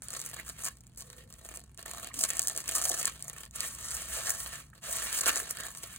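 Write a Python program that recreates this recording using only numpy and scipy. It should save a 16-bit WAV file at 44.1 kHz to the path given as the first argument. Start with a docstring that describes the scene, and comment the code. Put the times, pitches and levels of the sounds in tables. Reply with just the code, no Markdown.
"""Hands pull tissue paper off a small item, close to a phone; room rumble and hum run throughout.
0-2 s: kneading. Creases buckle in swarms of tiny clicks with a few sharp snaps, and layers slide.
2-3 s: harder crumpling. Air pockets in the flexing sheet ring with a lower, hollow rustle.
3.5-5.2 s: a long pull, mostly friction hiss, with a soft throb under it until 4.8 s.
5.2-6 s: one more loud crumple, then lighter handling."""
import sys
import numpy as np
from scipy import signal
from scipy.fft import rfft, irfft, next_fast_len
from scipy.io import wavfile
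from scipy.ndimage import uniform_filter1d

SR = 44100
rng = np.random.default_rng(int(sys.argv[2]) if len(sys.argv) > 2 else 0)


def dump_mix(stems):
    """Bounce the given channels to the path in sys.argv[1] as a 16-bit WAV at rate SR."""
    frames = np.atleast_2d(stems).T  # one column per channel
    limited = np.clip(frames, -1, 1)  # hard clip at full scale
    pcm = np.round(limited * 32767).astype(np.int16)
    wavfile.write(sys.argv[1], SR, pcm)


N = 263785
TIME_S = np.arange(N) / SR

# Table levels are relative; gains follow in the functions.
# room rumble spectrum: freq_hz, density_db
RUMBLE_SPECTRUM = [(25, -42), (38, -5), (50, 2), (66, 4.5), (80, -7), (105, -0.5), (150, -6), (220, -6.5),
                   (300, -18.5), (600, -33), (1500, -31), (4000, -51.5), (9000, -33), (16000, -83)]
# hum tones: pitch_hz, level_db
HUM_TONES = [(60, -64.5), (120, -70.5), (146, -67)]
# throb envelope: time_s, level_db
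THROB_ENVELOPE = [(3.52, -72), (3.62, -56), (4.05, -56), (4.65, -62), (4.78, -72)]
# phase between microphone ports: freq_hz, left_lead_rad
PORT_PHASE = [(60, -4), (200, -1.5), (430, 1.18), (1000, 0.57), (1500, -0.4), (2067, 1.3), (2580, 2.1),
              (3100, 1.4), (3600, 2.6), (4150, 2.3), (5100, 3.2), (6200, 4.5), (8600, 6.3), (10000, 7.6),
              (12400, 9.45), (15200, 11.9)]
# balance between ports: freq_hz, left_minus_right_db
PORT_BALANCE = [(60, -19), (200, -1.5), (400, -11), (750, 3.5), (1200, -3.5), (2200, -9.5), (3800, 0.5),
                (15000, -0.5)]
# hands work the paper: start_s, length_s, level_db, extra_body_db, buckling_share (of power, 0-1)
KNEADS = [(0.021, 0.099, -51.5, 0.5, 0), (0.105, 0.17, -42.5, 0.5, 0.47), (0.3, 0.11, -48, 5.5, 0.71),
          (0.432, 0.29, -54, -0.5, 0.23), (1.029, 0.2, -59.5, 3.5, 0.32), (1.28, 0.14, -62, 5, 0.48),
          (1.421, 0.17, -53, 3.5, 0.7), (1.587, 0.048, -60, -1.5, 0.9), (1.849, 0.22, -46, 4.5, 0.72),
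          (2.132, 0.48, -40.5, 0, 0.5), (2.632, 0.092, -45, 3.5, 0.5), (2.669, 0.3, -34, -1, 0.55),
          (2.949, 0.13, -35.5, -0.5, 0.49), (3.134, 0.29, -52, 1.5, 0.49), (5.199, 0.19, -34.5, 2, 0.47),
          (5.358, 0.19, -47, 4.5, 0.37), (5.576, 0.1, -41, 3, 0.54), (5.69, 0.26, -50, -0.5, 0.16)]
# bunches of folds collapse: start_s, length_s, level_db, extra_body_db
CRUMPLES = [(0.128, 0.043, -38.5, -1), (0.462, 0.04, -40.5, -0.5), (0.583, 0.096, -44.5, 1),
            (0.644, 0.041, -33.5, -1), (0.971, 0.056, -45, -7), (1.545, 0.019, -45, 0.5),
            (1.781, 0.026, -48, 3.5), (2.188, 0.069, -29.5, -6), (2.361, 0.061, -37, -5),
            (2.75, 0.034, -31.5, -2.5), (2.874, 0.044, -34.5, -13), (3.26, 0.034, -46.5, -2.5),
            (4.263, 0.031, -29.5, 0.5), (4.747, 0.038, -60, 5.5), (5.262, 0.034, -24, 2.5),
            (5.295, 0.021, -35, -9), (5.36, 0.017, -32.5, -1.5), (5.489, 0.02, -36, -3),
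            (5.83, 0.021, -41.5, 1)]
# paper slides along the item, one envelope per pull: time_s, level_db
PULLS = [
    [(3.52, -72), (3.556, -41.5), (3.594, -44.5), (3.602, -39.5), (3.656, -35), (3.67, -42.5),
     (3.78, -50.5)],
    [(3.78, -46.5), (3.844, -42), (3.964, -40.5), (4.074, -46), (4.166, -36.5), (4.252, -39), (4.26, -31)],
    [(4.3, -27), (4.312, -39.5), (4.516, -49.5), (4.534, -41), (4.626, -56.5), (4.63, -65.5), (4.69, -69.5)],
    [(4.81, -68), (4.834, -43.5), (4.968, -35.5), (5.112, -40.5), (5.126, -37), (5.194, -36), (5.2, -41)],
]
# folds drag over a finger: centre_s, half_length_s, pitch_hz, level_db
SCRAPES = [(0.395, 0.0098, 2060, -39), (1.18, 0.15, 494, -60.5), (2.108, 0.0058, 1100, -46),
           (2.116, 0.0032, 2030, -43), (2.193, 0.049, 247, -48), (2.568, 0.0088, 640, -44.5),
           (2.772, 0.01, 1140, -36), (2.862, 0.013, 670, -36.5), (2.91, 0.012, 656, -35),
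           (2.915, 0.0078, 304, -38.5), (3.282, 0.049, 710, -56.5), (3.65, 0.0065, 574, -42.5),
           (4.185, 0.022, 625, -39), (4.293, 0.032, 667, -43), (4.734, 0.0026, 1370, -40),
           (4.89, 0.017, 570, -45.5), (5.287, 0.026, 1420, -30), (5.333, 0.068, 271, -50.5),
           (5.423, 0.0048, 443, -47), (5.616, 0.051, 1640, -43.5)]
# flexing sheet spectrum: freq_hz, density_db
SHEET_SPECTRUM = [(100, -17), (230, -0.5), (400, -1), (600, -1), (820, -19), (1100, 6), (1700, -12.5),
                  (2100, -15.5), (2600, 0), (3200, 9), (4300, 13), (5600, -5.5), (8000, -7)]
# air pockets between paper, item and hands: pitch_hz, width_hz, level_db
POCKETS = [(658, 112, 0.5), (1128, 166, -2.5), (1385, 580, -1.5), (1748, 170, -1), (2637, 1100, 7)]
# small facet spectrum: freq_hz, density_db
CRINKLE_SPECTRUM = [(1500, -30), (3200, -13.5), (4300, -5.5), (5100, -4), (6100, -1.8), (7400, 0),
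                    (9000, -0.8), (10500, -2.3), (12500, -6.5), (14200, -7.3), (15800, -10)]
# single creases snap through: start_s, crack_db, thud_offset_db
SNAPS = [(0.0212, -15.5, -11), (0.0847, -11.5, -11), (0.1052, -12, -11), (0.1497, -16, 0),
         (0.2010, -11, -13), (0.2159, -8.5, -14), (0.3053, -25, -16), (0.3431, -13, -24), (0.4969, -17, -4),
         (0.7705, -27.5, -9.5), (0.8076, -27, -17), (0.8371, -34, -12), (0.8686, -27, -26),
         (0.9481, -37, -10), (0.9603, -31, -20), (1.0077, -13, -24), (1.0212, -20, -10), (1.1014, -20, -6),
         (1.1301, -25.5, -3), (1.182, -33, 3.5), (1.3022, -24.5, -21), (1.3259, -20, -28),
         (1.3397, -21, -17), (1.4545, -40, -22), (1.4627, -27, -23), (1.5537, -22, -19), (1.5724, -13, -33),
         (1.6034, -24, -23), (1.746, -29, -34), (1.7758, -18, -19), (1.8278, -16.5, -11.5),
         (1.913, -11.5, -13), (2.0456, -13.5, -7.5), (2.0732, -22, -26), (2.1415, -13.5, -9),
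         (2.1692, -20, -28), (2.2372, 4, -13.5), (2.2396, 2.5, -16), (2.25, -4, -13), (2.3036, -2, -14),
         (2.3075, -6, -28), (2.3942, 5.5, -20), (2.4188, -5, -27), (2.429, -6, -32), (2.4471, -15, -26),
         (2.4726, 1.5, -22.5), (2.4835, -0.5, -27), (2.498, -6, -7.5), (2.5634, -6.5, -18),
         (2.5763, -1.5, -14.5), (2.6051, -13, -26), (2.6412, -18, -21), (2.679, -6.5, -16),
         (2.6913, -4.5, -6), (2.7594, -3, -20), (2.7633, -11, -25), (2.8158, -2, -13.5), (2.8226, -3, -19),
         (2.8399, -4, -42), (2.8537, 1, -14.5), (2.88, -10, -28), (2.8856, -5, -19), (2.9158, -9, -3.5),
         (2.9448, -11.5, -13), (3.0115, -11, -12), (3.0292, -4, -18), (3.0548, 3, -51), (3.0566, -0.5, -39),
         (3.0709, -8, -35), (3.0779, -5.5, -11.5), (3.225, -8.5, -31), (3.2979, -10, -11.5),
         (3.3838, -17.5, -12), (3.434, -17, -8.5), (3.4529, -20.5, -24), (3.4616, -26, -4),
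         (3.5105, -23, -27), (3.6058, 0, -35), (3.8803, -23, -20), (3.9078, -10, -28), (3.9141, -8, -30),
         (3.9683, -11, -30), (4.029, -22, -20), (4.403, -11.5, -7), (4.4612, -19.5, 2.5),
         (4.9284, -10, -24), (5.0263, -8, -31), (5.1285, -4.5, -31), (5.188, -10, -3), (5.2097, -1, -26),
         (5.2126, -2, -26), (5.2595, -0.5, -12), (5.3372, -23, -30), (5.3587, -0.5, -12.5),
         (5.3743, -3.5, -27), (5.381, -8, -14), (5.5046, -14, -9), (5.571, -13.5, -4.5),
         (5.6072, -10.5, -9), (5.75, -18, -6.5), (5.7733, -15, -13), (5.8395, -14, -25),
         (5.9616, -16.5, -11)]

ORDINARY_EFFORT_DB = -40  # reference crinkle level


def amp(db):
    """Decibels to gain."""
    return 10 ** (np.asarray(db) / 20)


def curve(rows):
    """Interpolate (time_s, value) rows per sample."""
    return np.interp(TIME_S, *np.transpose(rows))


def over_hz(rows, size):
    """Interpolate (freq_hz, value) rows per FFT bin, on a log axis."""
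    hz, value = np.transpose(rows)
    return np.interp(np.log(np.fft.rfftfreq(size, 1 / SR) + 1), np.log(hz), value)


def unit(x):
    """Scale to unit energy."""
    return x / np.sqrt(np.sum(x ** 2, axis=-1, keepdims=True))


def ring(x, response):
    """Convolve with an impulse response."""
    return signal.oaconvolve(np.atleast_2d(x), np.atleast_2d(response), axes=-1)[:, :N]


def colour(spectrum, size=2048):
    """Minimum-phase, unit-energy response of a spectrum."""
    cepstrum = irfft(over_hz(spectrum, size) * np.log(10) / 20)
    cepstrum[1:size // 2] *= 2
    cepstrum[size // 2 + 1:] = 0
    return unit(irfft(np.exp(rfft(cepstrum))))


def resonance(hz, width_hz, size):
    """Unit-energy response of one damped mode."""
    t = np.arange(size) / SR
    return unit(np.cos(2 * np.pi * hz * t) * np.exp(-np.pi * width_hz * t))


def flicker(rate_hz, depth_db):
    """Bounded random gain, mean power one."""
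    steps = np.sqrt(3) * (2 * rng.random(N // 20) - 1)
    gain = amp(depth_db * np.interp(TIME_S * rate_hz, np.arange(len(steps)), steps))
    return gain / np.sqrt(np.mean(gain ** 2))


def rumble():
    """Low room noise, nearly alike at both ports."""
    air = rng.standard_normal(N) + 0.2 * rng.standard_normal((2, N))
    return amp(-58) * ring(air, colour(RUMBLE_SPECTRUM, size=8192))


def hum():
    """Low tones, each wavering in level."""
    return sum(amp(db) * np.sqrt(2) * np.sin(2 * np.pi * (hz * TIME_S + rng.random()))
               * flicker(rate_hz=3.7, depth_db=5) for hz, db in HUM_TONES)


def throb():
    """Narrow bass noise during the pull."""
    bass = ring(rng.standard_normal(N), resonance(hz=64, width_hz=14, size=16384))
    return bass * amp(curve(THROB_ENVELOPE))


def room_echo(x, t60_s=0.083, onset_s=0.00069):
    """Short diffuse echo from near walls."""
    t = np.arange(SR // 2) / SR
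    envelope = np.exp(-np.log(1000) * t / t60_s) * (1 - np.exp(-t / onset_s))
    return ring(x, unit(rng.standard_normal((2, len(t))) * envelope))


def ports(x):
    """The paper lies to one side: phase and level differ between the microphone ports."""
    size = next_fast_len(N + 4096)
    size += size % 2
    left = amp(over_hz(PORT_BALANCE, size) / 2) * np.exp(0.5j * over_hz(PORT_PHASE, size))
    return irfft(rfft(x, size) * np.array([left, 1 / left]))[:, :N]


def hold(start_s, length_s, attack_s, release_s):
    """Linear rise, hold, exponential fall."""
    rise = np.clip((TIME_S - start_s) / attack_s, 0, 1)
    return rise * np.exp(-np.maximum(TIME_S - start_s - length_s, 0) / release_s)


def moves():
    """Yield each hand move: envelope, extra_body_db, buckling_share."""
    yield np.full(N, amp(-70.5)), 0, 0.85  # faint settling throughout
    for start_s, length_s, db, body_db, buckling in KNEADS:
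        yield amp(db) * hold(start_s, length_s, attack_s=0.013, release_s=0.027), body_db, buckling
    for start_s, length_s, db, body_db in CRUMPLES:
        yield amp(db) * hold(start_s, length_s, attack_s=0.0025, release_s=0.007), body_db, 0.55
    for pull in PULLS:
        start_s, end_s = pull[0][0], pull[-1][0]
        gate = hold(start_s, end_s - start_s, attack_s=0.005, release_s=0.005)
        yield amp(curve(pull) + 3) * gate, 0.1, 0.2


def hands():
    """Moves add in power; the strongest dominates body and buckling share."""
    power, body_sum, buckling_sum = np.zeros((3, N))
    for envelope, body_db, buckling in moves():
        move_power = envelope ** 2
        power += move_power
        body_sum += move_power * body_db
        buckling_sum += move_power * buckling
    crinkle_db = 10 * np.log10(power)
    sheet_db = -45.5 + 0.9123 * (crinkle_db - ORDINARY_EFFORT_DB) + body_sum / power
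    return crinkle_db, sheet_db, np.clip(buckling_sum / power, 0.05, 0.95)


def scrapes():
    """A fold drags over a finger: brief friction rings one pocket."""
    out = np.zeros(N)
    for centre_s, half_s, hz, db in SCRAPES:
        span = slice(max(int((centre_s - 3 * half_s) * SR), 0), int((centre_s + 3 * half_s) * SR))
        mode = resonance(hz, width_hz=0.28 * hz, size=1024)
        steep_band = unit(signal.fftconvolve(mode, mode))
        friction = signal.fftconvolve(rng.standard_normal(SR), steep_band)[2048:]
        envelope = np.exp(-((TIME_S[span] - centre_s) / half_s) ** 2)
        out[span] += amp(db) * envelope * friction[:len(envelope)]
    return out


def slide(apart=0.35):
    """Layers rub: fibres catch and release in a grainy hiss. apart: gain of each port's own noise."""
    hiss = (rng.standard_normal(N) + apart * rng.standard_normal((2, N))) / np.hypot(1, apart)
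    return hiss * flicker(rate_hz=430, depth_db=1)


def pocket(drive, hz, width_hz, folds_per_s=30, drift_ratio=0.08):
    """An air pocket's resonance jumps in pitch whenever a fold gives way."""
    fold_index = np.cumsum(rng.random(N) < folds_per_s / SR)
    drift = drift_ratio * uniform_filter1d(rng.uniform(-1, 1, N)[fold_index], size=200)
    carrier = np.exp(2j * np.pi * np.cumsum(hz * (1 + drift)) / SR)
    pole = np.exp(-np.pi * width_hz / SR)
    baseband = signal.lfilter([1], [1, -pole], drive / carrier)
    return np.sqrt(2 * (1 - pole ** 2)) * np.real(carrier * baseband)


def sheet(drive):
    """The sheet radiates broadly; its pockets swell and fade as it changes shape."""
    pockets = sum(amp(db) * flicker(rate_hz=14, depth_db=3.5) * pocket(drive, hz, width_hz)
                  for hz, width_hz, db in POCKETS)
    return amp(-9.5) * ring(drive, colour(SHEET_SPECTRUM)) + amp(-12.5) * pockets


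def hollow(body, crinkle_db, buckling, cutoff_hz=900):
    """Kneaded paper sounds hollow; sliding or taut paper sounds thin."""
    low = signal.sosfiltfilt(signal.butter(3, cutoff_hz, fs=SR, output="sos"), body)
    effort_db = np.maximum(crinkle_db, -60) - ORDINARY_EFFORT_DB
    low_db = 11 * (buckling - 0.65) - 0.16 * effort_db
    return body - low + low * amp(low_db)


def facet(flutter_s, flutter_db, apart, spread_oct=1.1, size=1024):
    """One facet buckles: a sharp edge, then a flutter that differs slightly per port."""
    t = np.arange(size) / SR
    common, *per_port = rng.standard_normal((3, size))
    spreading = 1 / (1 + t / flutter_s) ** 2  # bending wave spreads over the sheet
    flutter = unit((common + apart * np.array(per_port)) * spreading)
    hz = 8000 * 2 ** (spread_oct * (2 * rng.random() - 1))  # facet size sets pitch
    ping = unit(np.cos(2 * np.pi * hz * t) * np.exp(-t * hz / 1.4))
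    edge = unit((t == 0) + ping)
    return unit(edge + amp(flutter_db) * flutter)


def avalanches(rate_hz=110, fade_s=0.0025, floor=0.056):
    """A crease sets off its neighbours: activity jumps, then fades. Mean near one."""
    triggers = (rng.random(N) < rate_hz / SR) * (0.5 + rng.random(N))
    activity = floor + signal.lfilter([1], [1, -np.exp(-1 / (fade_s * SR))], triggers)
    return activity / uniform_filter1d(activity, size=2000)


def swarm(rate_hz, spread_db=7, flutter_s=0.0013, kinds=8):
    """Facets buckle at random, many small and few large, levelled to about unit power."""
    due = rng.random(N) < rate_hz / SR
    size_db = spread_db * np.minimum(rng.exponential(size=N), 3.5)
    clicks = due * amp(size_db) * rng.choice([-1, 1], N)
    power = uniform_filter1d(uniform_filter1d(clicks ** 2, size=1300), size=900)
    clicks /= np.sqrt(np.abs(power) + 1e-4)
    kind = rng.integers(kinds, size=N)
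    out = np.zeros((2, N))
    for k in range(kinds):
        response = facet(flutter_s * 2 ** rng.uniform(-1.3, 1), flutter_db=3, apart=0.44)
        out += ring(clicks * (kind == k), response)
    return out


def snaps():
    """Large creases flip: a bright crack and a thud of the surrounding sheet."""
    cracks, thuds = np.zeros((2, 2, N + SR))
    for start_s, crack_db, thud_offset_db in SNAPS:
        crack = facet(flutter_s=0.0012, flutter_db=0, apart=0.35, spread_oct=0.3)
        thud = facet(flutter_s=0.0049, flutter_db=9.5, apart=0.43)
        span = int(start_s * SR) + np.arange(crack.shape[1])
        cracks[:, span] += amp(crack_db) * crack
        thuds[:, span] += amp(crack_db + thud_offset_db) * thud
    return cracks[:, :N], thuds[:, :N]


def crinkles(drive, split_hz=7000):
    """Small facets radiate treble; the mix of dull and bright ones keeps shifting."""
    treble = ring(drive, colour(CRINKLE_SPECTRUM))
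    dull = signal.sosfilt(signal.butter(1, split_hz, fs=SR, output="sos"), treble)
    bright = treble - dull
    return dull * flicker(rate_hz=26, depth_db=1.5) + bright * flicker(rate_hz=57, depth_db=7.5)


def paper():
    """Harder handling buckles more creases a second; facets sound high, the whole sheet low."""
    crinkle_db, sheet_db, buckling = hands()
    sliding = 1 - buckling
    activity = avalanches()
    crease_rate_hz = 640 * amp(0.5 * (crinkle_db + 45)) * activity
    creases = np.sqrt(buckling) * swarm(crease_rate_hz)
    slip = np.sqrt(sliding * (sliding + buckling * activity)) * slide()
    spurts = flicker(rate_hz=75, depth_db=2.5) ** buckling  # grip catches and gives
    rustle = (creases + slip) * spurts
    cracks, thuds = snaps()
    high = crinkles(rustle * amp(crinkle_db - 0.52)) + amp(-4) * ring(cracks, colour(CRINKLE_SPECTRUM))
    body = sheet(rustle * amp(sheet_db - 1.15) + amp(1) * thuds)
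    low = hollow(body, crinkle_db, buckling) + amp(-6) * scrapes()
    return high, low


def scene():
    """Close paper, its echo and the quiet room, in stereo."""
    high, low = paper()
    echo = room_echo(amp(-65) * high + amp(-5.5) * low)
    return rumble() + hum() + throb() + echo + ports(high + low)


def record(dry):
    """The phone cuts the deepest bass and the top."""
    bottom_hz, top_hz = 40, 15900
    highpass = signal.butter(6, bottom_hz, "high", fs=SR, output="sos")
    lowpass = signal.ellip(10, 0.2, 70, top_hz, fs=SR, output="sos")
    return signal.sosfilt(lowpass, signal.sosfilt(highpass, dry))


dry = scene()
out = record(dry)
dump_mix(out)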